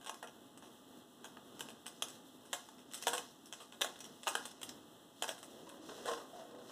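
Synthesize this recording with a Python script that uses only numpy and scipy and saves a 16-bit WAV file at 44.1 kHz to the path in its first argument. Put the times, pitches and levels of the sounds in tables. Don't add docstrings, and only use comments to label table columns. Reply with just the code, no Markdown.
import sys
import numpy as np
from scipy import signal
from scipy.fft import rfft, irfft
from scipy.io import wavfile
from scipy.ndimage import uniform_filter1d

SR = 44100
rng = np.random.default_rng(int(sys.argv[2]) if len(sys.argv) > 2 else 0)


def dump(signal):
    limited = np.clip(np.atleast_2d(signal).T, -1, 1)
    pcm = np.round(limited * 32767).astype(np.int16)
    wavfile.write(sys.argv[1], SR, pcm)


N = 296087

# (frequency [Hz], relative level [dB])
HOUSE_SPECTRUM = [(25, -34), (60, -24), (130, -10), (195, -7.5), (250, 1.5), (320, -3.5), (480, -8.5),
                  (700, -12.5), (1200, -15.5), (2300, -26), (3300, -13.5), (5000, -23.5), (8000, -21.5),
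                  (14800, -23.5)]
# (pitch [Hz], level [dB])
HUM_TONES = [(253.0, -79.5), (678.3, -77.5), (845.2, -78), (1190, -79.5)]
# (centre [Hz], width [Hz], level [dB])
BUZZ_PEAKS = [(7770, 500, -80), (9600, 450, -82)]
# (band label [Hz], time to fade 60 dB [s], relative level [dB])
ROOM_ECHOES = [(500, 0.34, -13), (3000, 0.17, -13.5), (9000, 0.17, -8.5)]
# (time [s], level [dB])
SHUFFLE_LEVELS = [(5.2, -86), (5.5, -60.5), (5.8, -62), (6.05, -59), (6.3, -68), (6.55, -59), (6.71, -64)]
# (frequency [Hz], relative level [dB])
SCUFF_SPECTRUM = [(200, -12.5), (500, 9.5), (1100, 7), (2000, -1.5), (3300, -0.5), (6000, -9),
                  (9000, -14.5), (14000, -26)]
# (start [s], length before the fade [s], hollow pitch [Hz],
# relative hollow level [dB], relative scuff level [dB])
FUR_RUBS = [(0.625, 0.04, 990, -79, -74), (5.663, 0.08, 990, -59, -57.5), (5.793, 0.059, 324, -53.5, -64),
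            (5.888, 0.12, 419, -49.5, -52), (6.049, 0.078, 486, -42, -52.5), (6.073, 0.045, 1070, -45, -40),
            (6.185, 0.055, 1130, -55, -62), (6.328, 0.075, 686, -50, -60.5), (6.693, 0.081, 323, -64, -56)]
# (frequency [Hz], relative level [dB])
RASP_SPECTRUM = [(200, -37), (500, -5), (1200, -7.5), (3200, 1.5), (5500, -1), (8000, -6.5), (11000, -11.5),
                 (15000, -19)]
# (time of full pressure [s], hold [s], rasp level [dB])
PAW_STROKES = [(.12, .05, -65), (.64, 0.033, -69.5), (1.28, 0.027, -68.5), (1.6, 0.074, -61),
               (1.9, 0.037, -64), (2.06, 0.031, -58), (2.57, 0.029, -56.5), (2.97, 0.034, -57.5),
               (3.09, 0.064, -49), (3.57, .05, -62), (3.86, 0.07, -59), (4.04, 0.089, -64),
               (4.3, 0.077, -52), (4.46, 0.02, -59), (4.66, 0.031, -61), (5.26, 0.045, -54.5),
               (5.45, 0.24, -66.5), (5.86, 0.27, -59), (6.06, 0.069, -57), (6.36, 0.018, -64),
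               (6.69, .03, -59)]
# (pitch [Hz], relative level [dB], time to fade 60 dB [s])
POST_MODES = [(480, -2.5, 0.078), (626, -20, 0.015), (739, -2, 0.068), (898, 2, 0.046), (1045, 1, 0.012),
              (1152, 5.5, 0.024), (1260, -7.5, 0.052), (1442, -2.5, 0.042), (1543, 5, 0.013),
              (1672, 9, 0.021), (1770, -12, 0.05)]
STRAND_PITCHES = [5610, 6840, 7980, 8300]
# (time [s], rope click pitch [Hz], pitch the post favours [Hz])
CLAW_PATH = [(0, 3050, 1050), (1.2, 3080, 840), (2.05, 3110, 690), (2.9, 3080, 1020), (3.6, 3100, 1050),
             (3.8, 3560, 1340), (3.9, 3440, 1250), (4.2, 2900, 1110), (4.6, 3180, 1060), (5.3, 3100, 1000),
             (6.1, 3020, 720)]
# (time [s], relative level [dB], tearing time [s],
# post ring against the click [dB], bright fibre sound against the click [dB])
CLAW_SNAGS = [(0.013, -50.5, 0.026, -2, -6), (0.046, -48, 0.0093, -0.5, 0), (0.062, -40.5, 0.017, -2.5, -4),
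              (0.0713, -37.5, 0.036, -9, -9.5), (0.0952, -33.5, 0.005, 0.5, -3.5),
              (0.143, -45.5, 0.0071, -8, -2.5), (0.2276, -42.5, 0.021, 6, -5), (0.273, -45, 0.023, -7, -8),
              (0.5748, -51.5, 0.0083, -1.5, 3.5), (0.6241, -53, 0.07, -.5, -5.5),
              (1.2442, -40, 0.019, -1.5, -3), (1.37, -46.5, 0.0037, 4, -22), (1.5938, -43, 0.0083, -6, 0.5),
              (1.6071, -32, .01, -6.5, -3.5), (1.687, -40.5, 0.026, -12, -7), (1.859, -43, 0.006, -9, -16),
              (1.8647, -36, 0.02, -7.5, -1), (2.0227, -24, 0.0067, -11, -3.5), (2.0847, -45, 0.025, -20, 3),
              (2.4535, -57.5, 0.029, -2, 3), (2.5307, -28, 0.0068, -26, -3),
              (2.5344, -29.5, 0.014, -4, -2.5), (2.6879, -53, 0.0077, 6.5, 1.5),
              (2.783, -53, 0.037, -15, -6), (2.9142, -46, .004, -28, -6), (2.923, -56, .006, -16, 9),
              (2.9357, -39.5, 0.0054, -24, 3), (2.9436, -39, .018, -21, 3), (2.9764, -56, .034, -16, 9),
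              (3.0177, -48, .005, -12, 2), (3.025, -37.5, 0.0091, -22, 3), (3.037, -38, .004, -20, -2),
              (3.0697, -22.5, 0.012, 0.5, -5.5), (3.0812, -26.5, 0.013, -10, -2.5),
              (3.1329, -30, 0.023, 1, -1.5), (3.1714, -47, 0.0069, -19, 9), (3.1795, -29, 0.0067, -11, -5),
              (3.1922, -52, 0.011, 11, 0), (3.4582, -56.5, 0.023, -9, 6.5), (3.5257, -35.5, 0.017, -12, -4),
              (3.603, -46.5, 0.038, -2.5, -6.5), (3.7232, -45.5, 0.036, -5, -9),
              (3.81, -34.5, 0.0018, -1, -6), (3.8147, -28, 0.0088, -8, 0.5),
              (3.8185, -21.5, 0.0077, -8.5, -19), (3.845, -35.5, 0.013, 3.5, 1),
              (3.8604, -40.5, 0.045, -6, -20), (3.958, -47, 0.0091, -9, -10), (3.9902, -54, .004, -8, 4),
              (4.0048, -42, 0.013, -31, 1.5), (4.0421, -44, .03, -20, -1),
              (4.2329, -41.5, 0.011, -18, -2.5), (4.2649, -41, 0.0045, -4, -5),
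              (4.27, -27.5, 0.016, 1, -13), (4.2773, -27, 0.013, -10, -4), (4.288, -38.5, 0.0095, -3, 7.5),
              (4.3526, -26.5, 0.0078, 2, -4), (4.454, -39.5, .014, -4, 2.5), (4.514, -51, .008, -5, 1),
              (4.6158, -39, 0.0079, -8, -5), (4.631, -32.5, 0.0098, -30, -2.5),
              (4.6916, -41, 0.0089, -20, 3.5), (5.2231, -26, 0.0061, -5.5, -4.5),
              (5.234, -36.5, .011, -9, 1), (5.2421, -35.5, 0.0038, 2.5, -10), (5.28, -47, 0.041, 5.5, 7),
              (5.2909, -26.5, 0.0069, -7.5, -9.5), (5.312, -43, 0.0047, 2, -13),
              (5.3804, -50, .027, -2, -.5), (5.4295, -46, 0.021, -4, 1), (5.692, -53, .004, -12, 6),
              (5.6981, -46, 0.0075, -16, -10), (6.0575, -44.5, 0.05, 8.5, 1)]
# (centre [Hz], width [Hz], depth [0-1])
PORT_NOTCHES = [(2230, 500, .85), (2370, 500, .8), (4600, 900, .85), (6700, 700, .3), (8800, 600, .6),
                (11200, 800, .8), (13350, 900, .9)]


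def undb(db):
    return 10 ** (np.asarray(db) / 20)


def unit(x):
    return x / np.sqrt(np.mean(x ** 2))


def band(x, lo_hz, hi_hz):
    return signal.sosfilt(signal.butter(2, [lo_hz, hi_hz], "band", fs=SR, output="sos"), x)


def keep_side(x, side, hz):
    return signal.sosfilt(signal.butter(4, hz, side, fs=SR, output="sos"), x)


def coloured(spectrum):
    hz, db = np.transpose(spectrum)
    freqs = np.fft.rfftfreq(N, 1 / SR) + 1
    gain = undb(np.interp(np.log(freqs), np.log(hz), db))
    return unit(irfft(rfft(rng.standard_normal(N)) * gain, N))


def wander(per_s):
    step = int(SR / per_s)
    stairs = np.repeat(rng.standard_normal(N // step + 1), step)
    return unit(uniform_filter1d(stairs, step)[:N])


def ring(blows, hz, fade_s):
    decay, turn = np.exp(-np.log(1000) / (fade_s * SR)), 2 * np.pi * hz / SR
    return signal.lfilter([0, np.sin(turn)], [1, -2 * decay * np.cos(turn), decay ** 2], blows)


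def house(rumble_db=-60, hiss_db=-66.5, split_hz=2660, flicker_db=1.94):
    t, noise = np.arange(N) / SR, coloured(HOUSE_SPECTRUM)
    out = unit(keep_side(noise, "low", split_hz)) * undb(rumble_db + flicker_db * wander(6.7))
    out += unit(keep_side(noise, "high", split_hz)) * undb(hiss_db + flicker_db * wander(24))
    for hz, db in HUM_TONES:
        wobble = np.cumsum(wander(2.6)) * 1.572 / SR
        out += np.sqrt(2) * undb(db) * np.sin(2 * np.pi * (hz * t + wobble))
    return out


def electric_buzz(pulse_hz=80.92):
    t, out = np.arange(N) / SR, 0
    for hz, width_hz, db in BUZZ_PEAKS:
        first, last = int((hz - 2 * width_hz) / pulse_hz), int((hz + 2 * width_hz) / pulse_hz)
        overtones_hz = pulse_hz * np.arange(first, last)
        weights = 1 / (1 + (2 * (overtones_hz - hz) / width_hz) ** 2)
        out += undb(db) * unit(weights @ np.cos(2 * np.pi * overtones_hz[:, None] * t))
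    return out


def room(sound, gap_s=0.0023, edges_hz=(80, 1500, 5000, 16000)):
    t, tail = np.arange(SR // 2) / SR, 0
    for (_, fade_s, db), lo, hi in zip(ROOM_ECHOES, edges_hz, edges_hz[1:]):
        decay = 1000 ** (-t / fade_s) * (t > gap_s)
        share = np.sqrt(2 * (hi - lo) / SR)
        echoes = unit(band(rng.standard_normal(len(t)), lo, hi))
        tail += undb(db - 21) * share * echoes * decay
    return sound + signal.fftconvolve(sound, tail)[:N]


def sofa_shuffle(lo_hz=243, hi_hz=606):
    times, db = np.transpose(SHUFFLE_LEVELS)
    uneven_db = np.interp(np.arange(N) / SR, times, db, left=-120) + 1.6 * wander(25)
    return undb(uneven_db) * unit(band(rng.standard_normal(N), lo_hz, hi_hz))


def fur_rubs(sharpness=9, grain_db=4.5):
    t, out = np.arange(N) / SR, 0
    scuff = coloured(SCUFF_SPECTRUM) * undb(grain_db * wander(150))
    noise = rng.standard_normal(N)
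    for start, length, hz, hollow_db, scuff_db in FUR_RUBS:
        swell = np.interp(t - start, [0, 0.0056, length, length + 0.072], [0.00068, 0.78, 0.39, 0.027])
        hollow = unit(band(noise, hz * (1 - .5 / sharpness), hz * (1 + .5 / sharpness)))
        out += swell * (undb(hollow_db) * hollow + undb(scuff_db) * scuff)
    return out


def paw_pressure(press_db_per_s=174, lift_db_per_s=102, rest_db=-78.5):
    t, power = np.arange(N) / SR, undb(rest_db) ** 2
    for start, hold, db in PAW_STROKES:
        before_db = press_db_per_s * np.maximum(start - t, 0)
        after_db = lift_db_per_s * np.maximum(t - start - hold, 0)
        power += undb(db - before_db - after_db) ** 2
    return np.sqrt(power)


def rope_rasp(ticks_per_s=3200, scatter_db=7, rustle=0.63):
    ticks = (rng.random(N) < ticks_per_s / SR) * undb(scatter_db * rng.standard_normal(N))
    tick_fade = np.exp(-np.arange(100) / 20)
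    grain = unit(np.convolve(ticks, tick_fade)[:N]) + rustle
    return unit(grain * coloured(RASP_SPECTRUM)) * paw_pressure()


def fibre_snaps(t, tear_s, snaps_per_s=1000, tear_db=-12.5):
    size = len(t)
    breaks = (rng.random(size) < snaps_per_s / SR) * undb(4.2 * rng.standard_normal(size))
    breaks *= rng.choice([-1, 1], size)
    drag = np.exp(-(t / np.clip(tear_s, .002, .06)) ** 3.4) * (t > .001)
    snaps = undb(tear_db) * breaks * drag
    snaps[0] = 0.73
    snaps[rng.integers(10, 90, size=3)] += 0.47 * rng.choice([-1, 1], size=3)
    return snaps


def post_knock(snaps, knock_hz):
    out = 0
    for hz, db, fade_s in POST_MODES:
        note_db = db - 4 * np.log2(hz / knock_hz) ** 2 + 2.5 * rng.standard_normal()
        note_hz = hz * (1 + 0.028 * rng.standard_normal())
        out += undb(note_db) * ring(snaps, note_hz, fade_s)
    return out


def snag(level_db, tear_s, post_db, bright_db, click_hz, knock_hz, size=6000):
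    t = np.arange(size) / SR
    snaps = fibre_snaps(t, tear_s)
    puffs = np.convolve(abs(snaps), np.exp(-t[:200] / 0.00027))[:size]
    spit = puffs * rng.standard_normal(size)
    click = ring(snaps, click_hz, fade_s=0.0032) + undb(11.5) * band(spit, 2160, 2630)
    strand_hz = rng.choice(STRAND_PITCHES) * (1 + 0.04 * rng.standard_normal())
    bright = band(spit, 2900, 10940) + undb(-6) * ring(snaps, strand_hz, fade_s=0.0039)
    knock = post_knock(snaps, knock_hz)
    strength = np.sqrt(np.mean(snaps ** 2)) * undb(level_db + 15.5)
    return strength * (unit(click) + undb(bright_db) * unit(bright) + undb(post_db) * unit(knock))


def claws(click_spread_octaves=0.024, knock_spread_octaves=0.15, bass_cut_hz=393):
    out = np.zeros(N + SR)
    times, clicks_hz, knocks_hz = np.transpose(CLAW_PATH)
    strays = rng.standard_normal((len(CLAW_SNAGS), 2))
    for (time, *settings), (click_stray, knock_stray) in zip(CLAW_SNAGS, strays):
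        click_hz = np.interp(time, times, clicks_hz) * 2 ** (click_spread_octaves * click_stray)
        knock_hz = np.interp(time, times, knocks_hz) * 2 ** (knock_spread_octaves * knock_stray)
        sound = snag(*settings, click_hz, knock_hz)
        start = int(time * SR)
        out[start:start + len(sound)] += sound
    return keep_side(out[:N], "high", bass_cut_hz)


def scene():
    cat = claws() + rope_rasp() + fur_rubs() + sofa_shuffle()
    return (room(cat) + house() + electric_buzz())[None]


def record(dry, top_hz=14900):
    for hz, width_hz, depth in PORT_NOTCHES:
        dry = dry - depth * signal.lfilter(*signal.iirpeak(hz, hz / width_hz, fs=SR), dry)
    return signal.sosfilt(signal.ellip(8, .2, 60, top_hz, fs=SR, output="sos"), dry)


dry = scene()
out = record(dry)
dump(out)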